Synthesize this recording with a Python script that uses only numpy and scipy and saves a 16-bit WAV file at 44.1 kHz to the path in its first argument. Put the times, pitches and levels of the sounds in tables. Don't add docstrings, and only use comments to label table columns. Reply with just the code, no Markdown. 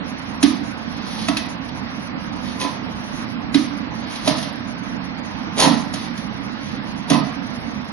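import sys
import numpy as np
from scipy import signal
from scipy.fft import rfft, irfft, next_fast_len
from scipy.io import wavfile
from scipy.ndimage import uniform_filter1d

SR = 44100
rng = np.random.default_rng(int(sys.argv[2]) if len(sys.argv) > 2 else 0)


def makeup_ratio(level_db):
    decades = np.asarray(level_db, float) / 20
    return 10 ** decades


def dump(signal):
    limited = np.clip(np.atleast_2d(signal).T, -1, 1)
    pcm = np.round(limited * 32767).astype(np.int16)
    wavfile.write(sys.argv[1], SR, pcm)


N = 349271


def evened(x):
    return x / np.sqrt(np.mean(x ** 2) + 1e-20)


def read(points, hz):
    f, value = np.transpose(points)
    return np.interp(np.log(hz + 1), np.log(f + 1), value)


def coloured(x, points, lead=((1, 0),)):
    size = next_fast_len(x.shape[-1])
    hz = np.fft.rfftfreq(size, 1 / SR)
    response = makeup_ratio(read(points, hz)) * np.exp(1j * read(lead, hz))
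    return irfft(rfft(x, size) * response, size)[..., :x.shape[-1]]


def add(mix, s, sound):
    part = mix[..., round(s * SR):][..., :sound.shape[-1]]
    part += sound[..., :part.shape[-1]]


# frequency in Hz, relative density in dB per Hz.
AIR_SPECTRUM = [(20, -52.5), (41, -36), (52, -15.5), (110, -8.5), (170, -8.5), (235, 4), (290, -6.5),
                (350, -20.5), (520, -17), (700, -16.5), (1050, -16), (1500, -20), (2000, -21),
                (3200, -28.5), (5500, -31), (6800, -29.5), (8000, -77.5)]
# frequency in Hz, share in common from 0 to 1.
AIR_LIKENESS = [(150, .4), (700, 0.18), (1500, 0.27), (3500, 0.56), (7000, 0.64)]
# frequency in Hz, lead of the left port in radians.
AIR_PHASE_LEAD = [(300, 0.22), (1000, 1.5), (2200, 2.6), (3300, 3.0)]


def air(level_db=-26.5, patchy_db=1.1, swell_db=.4):
    frames, hz = N // 256 + 5, np.fft.rfftfreq(1024, 1 / SR)
    a, b, c, d, patches = rng.standard_normal((frames, 513, 5)).T
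    patches = uniform_filter1d(patches, size=10, axis=0)
    patches = evened(uniform_filter1d(patches, size=14, axis=1))
    swell = evened(uniform_filter1d(rng.standard_normal(frames), size=40))
    likeness = np.clip(read(AIR_LIKENESS, hz), 0, 1)[:, None]
    right = a + 1j * b
    common = likeness * np.exp(1j * read(AIR_PHASE_LEAD, hz))[:, None] * right
    left = common + np.sqrt(1 - likeness ** 2) * (c + 1j * d)
    gain_db = read(AIR_SPECTRUM, hz)[:, None] + patchy_db * patches + swell_db * swell
    noise = signal.istft(np.array([left, right]) * makeup_ratio(gain_db), nperseg=1024, noverlap=768)[1]
    return makeup_ratio(level_db) * evened(noise[:, :N])


# frequency in Hz, time to fall by 60 dB in seconds.
ROOM_DECAY = [(150, 0.76), (300, 0.59), (1000, 0.61), (3000, 0.51), (7000, 0.65)]


def room(x):
    taps = np.zeros((2, SR))
    at = np.arange(200, SR - 20, 20) + rng.integers(0, 20, (2, (SR - 201) // 20))
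    np.put_along_axis(taps, at, rng.choice([-1., 1.], at.shape), 1)
    hz, t, z = signal.stft(taps, SR, nperseg=256)
    decay = makeup_ratio(-60 * t / read(ROOM_DECAY, hz)[:, None])
    tail = signal.istft(z * decay, SR, nperseg=256)[1]
    tail = tail + 0.21 * tail[::-1]
    tail = tail / np.linalg.norm(tail[0])
    wet = signal.fftconvolve(x[None], tail, axes=1)[:, :N]
    return coloured(wet, [(300, -4), (1000, 8), (4000, -1)])


# frequency in Hz, relative level in dB.
SKIN_COLOUR = [(500, -11), (1000, -16), (1900, -3), (2600, -4), (3800, 1.5), (5500, -5.5), (6600, -4.5),
               (7400, -18), (8000, -79.5)]
# frequency in Hz, relative level in dB.
WOOD_COLOUR = [(80, -19.5), (230, 7.5), (330, 3), (430, 8.5), (700, 2), (1050, 6), (1600, -49.5),
               (3000, -71)]
# loudest moment in seconds, swell in seconds, fade in seconds,
# level of the rasp in dB, level of the wood over the rasp in dB.
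SLIDE_EVENTS = [(1.251, .42, .08, -36.5, -19), (2.499, .12, 0.075, -40, -14),
                (2.616, 0.024, 0.082, -31.5, 1), (3.19, 0.16, 0.11, -47.5, -7),
                (4.151, 0.23, .12, -40.5, -23), (4.276, 0.044, 0.079, -28, -3.5),
                (4.389, 0.057, 0.16, -40, -16), (5.604, 0.039, 0.093, -19, -1.5),
                (5.96, 0.036, .2, -40, -20), (6.679, 0.21, 0.29, -45.5, -24),
                (7.113, .035, 0.069, -28.5, 4.5)]


def slides(grains_per_s=3200.0, grain_db=3., edge_db=-20):
    size = makeup_ratio(grain_db * np.minimum(rng.exponential(1, N), 3))
    sign = rng.choice([-1., 1.], N)
    slips = size * sign * (rng.random(N) < grains_per_s / SR)
    rasp, wood = evened(coloured(slips, SKIN_COLOUR)), evened(coloured(slips, WOOD_COLOUR))
    out, t = np.zeros(N), np.arange(N) / SR
    for s, swell, fade, db, wood_db in SLIDE_EVENTS:
        away = (t - s) / np.where(t < s, swell, fade)
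        arch = makeup_ratio(db + edge_db * np.minimum(away ** 2, 10))
        out += arch * (rasp + makeup_ratio(wood_db) * wood)
    return out


def ring(modes, detune, favour_db, swell_turns=1.5):
    t = np.arange(SR // 2) / SR
    out = np.zeros(len(t))
    for k, (hz, db, t60) in enumerate(modes):
        envelope = makeup_ratio(db + favour_db[k] - 60 * t / t60) * (1 - np.exp(-t * hz / swell_turns))
        out += (-1) ** k * envelope * np.sin(2 * np.pi * hz * detune[k] * t)
    return out / abs(out).max()


# frequency in Hz, relative level in dB, time to fall by 60 dB in seconds.
TRUNK_MODES = [(149.8, 9.5, 0.23), (198, 1.5, 0.15), (233.6, -7, 0.46), (277.7, 6.5, 0.22),
               (309.3, 3.5, 0.11), (366, -3.5, 0.073), (398, -7, 0.075)]
# frequency in Hz, relative level in dB,
# time to fall by 60 dB in seconds.
ARM_MODES = [(645.4, 2, 0.056), (732, -5.5, 0.06), (993, -6.5, 0.037), (1136, -13.5, 0.075),
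             (1292, -7, 0.071), (1963, -2.5, 0.054), (2577, 5.5, 0.028), (3740, -2.5, 0.048)]
# start in seconds, level in dB.
SLAP_EVENTS = [(.427, -11), (1.283, -18.5), (1.368, -17.5), (1.687, -32), (2.598, -27.5), (2.610, -22),
               (3.543, -13.5), (4.156, -28), (4.274, -13), (4.312, -24), (4.381, -27), (4.425, -23.5),
               (5.598, -11), (5.628, -15), (5.648, -19.5), (5.937, -22), (6.176, -31.5), (7.099, -15),
               (7.114, -23.5), (7.130, -21.5)]
# start in seconds, level in dB, favoured pitch in Hz, rise in seconds.
KNOCK_EVENTS = [(.427, -12.5, 1064, 0.00067), (1.284, -10.5, 990, .0006), (1.368, -15, 2400, .001),
                (2.614, -16, 2320, 0.0018), (2.645, -19.5, 845, 0.0034), (3.543, -13.5, 1280, .0006),
                (4.274, -7, 566, 0.0003), (4.300, -25, 630, 0.0023), (5.590, -10.5, 686, 0.0041),
                (5.628, -20.5, 795, 0.0042), (5.655, -4, 980, .006), (5.693, -24, 944, .004),
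                (5.937, -23, 725, .0006), (7.102, -13.5, 730, 0.0039), (7.116, -9, 760, 0.0026),
                (7.134, -8.5, 1230, 0.0064), (7.152, -13.5, 1230, 0.002)]
# start in seconds, level in dB, favoured pitch in Hz.
BOOM_EVENTS = [(0.431, 0.5, 295), (1.286, -9.5, 292), (1.37, -19.5, 246), (2.642, -16.5, 290),
               (3.546, -1, 294), (4.277, -8, 269), (4.303, -15.5, 205), (5.631, -10, 241), (5.664, -3, 245),
               (5.702, -6, 230), (7.104, -3, 261), (7.117, -13.5, 187), (7.133, -5.5, 222),
               (7.201, -16, 219)]


def blows(slap_s=0.057, rise_s=0.003, spread=0.015, focus_db=5.0, trunk_focus_db=30.5, knock_sent_db=-6.):
    near, sent, t = np.zeros(N), np.zeros(N), np.arange(4096) / SR
    click = coloured(signal.unit_impulse(4096, 256), SKIN_COLOUR)
    click = click / np.linalg.norm(click)
    trunk_hz, arm_hz = np.transpose(TRUNK_MODES)[0], np.transpose(ARM_MODES)[0]
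    for (s, db), draw in zip(SLAP_EVENTS, rng.standard_normal((len(SLAP_EVENTS), 4096))):
        decay = makeup_ratio(db - 60 * t / slap_s)
        crack = decay * evened(coloured(draw, SKIN_COLOUR)) * np.minimum(t / rise_s, 1)
        add(near, s, crack)
        add(sent, s - 256 / SR, click * np.linalg.norm(crack))
    arm_draws = rng.standard_normal((len(KNOCK_EVENTS), len(ARM_MODES)))
    for (s, db, hz, rise), draw in zip(KNOCK_EVENTS, arm_draws):
        favour_db = -focus_db * np.log2(arm_hz / hz) ** 2
        clack = makeup_ratio(db) * ring(ARM_MODES, 1 + spread * draw, favour_db)
        clack = clack * np.minimum(np.arange(len(clack)) / (rise * SR + 1), 1)
        add(near, s, clack)
        add(sent, s, makeup_ratio(knock_sent_db) * clack)
    for s, db, hz in BOOM_EVENTS:
        favour_db = -trunk_focus_db * np.log2(trunk_hz / hz) ** 2
        thump = makeup_ratio(db) * ring(TRUNK_MODES, np.ones(len(TRUNK_MODES)), favour_db, swell_turns=.4)
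        add(near, s, thump)
        add(sent, s, thump)
    return near, sent


# frequency in Hz, lead of the left port in radians.
DUMMY_PHASE_LEAD = [(300, 0.65), (700, 1.5), (1500, 1.24), (4000, 1.84), (5200, 1.4), (7000, 1.2)]


def scene():
    near, sent = blows()
    sliding = slides()
    right = near + sliding
    left = coloured(right, ((1, 0),), DUMMY_PHASE_LEAD)
    return np.array([left, right]) + room(sent + sliding) + air()


# frequency in Hz,
# level over the usual level in dB.
STORAGE_THRESHOLD = [(2500, -30), (3500, -9), (4500, -3), (5500, 1), (6300, 6), (7000, 13), (8500, 14),
                     (9500, 8.5), (10900, 7.5), (11300, 22)]


def thinned(x, masking=.45, budget_db=2.):
    hz, t, z = signal.stft(x, SR, window="cosine", nperseg=1536, noverlap=768)
    line_db = 10 * np.log10(abs(z) ** 2 + 1e-20)
    usual_db = uniform_filter1d(np.median(line_db, axis=2), size=15, axis=1).mean(0)
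    frame_db = 10 * np.log10((abs(z) ** 2).sum(1).mean(0) + 1e-12)
    loudness_db = masking * (frame_db - np.median(frame_db))
    waver = evened(uniform_filter1d(rng.standard_normal(len(t)), size=3))
    threshold_db = (usual_db + read(STORAGE_THRESHOLD, hz))[:, None]
    limit_db = threshold_db + loudness_db + budget_db * waver
    return signal.istft(z * (line_db > limit_db), SR, window="cosine", nperseg=1536, noverlap=768)[1][:, :N]


def roll_off(x):
    return signal.sosfilt(signal.butter(12, 11910, fs=SR, output="sos"), x)


# frequency in Hz, left over right in dB.
PORT_BALANCE = [(100, -8), (300, -10.5), (700, -7), (1500, -5.5), (3000, -3), (5500, 0)]
# frequency in Hz, gain in dB.
MIRROR_GAIN = [(8000, 11), (9000, -3), (10600, -1.5), (10950, -4.5), (11500, -80), (12000, -90)]


def record(dry, sampling_hz=16000):
    ports = np.array([coloured(dry[0], PORT_BALANCE), dry[1]]) * makeup_ratio(1.5)
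    folded = 2 * ports * np.cos(2 * np.pi * sampling_hz * np.arange(N) / SR)
    image = coloured(folded, [(7900, -100)] + list(MIRROR_GAIN))
    mix = np.clip(thinned(ports + image), -1, 1)
    return roll_off(mix)


dry = scene()
out = record(dry)
dump(out)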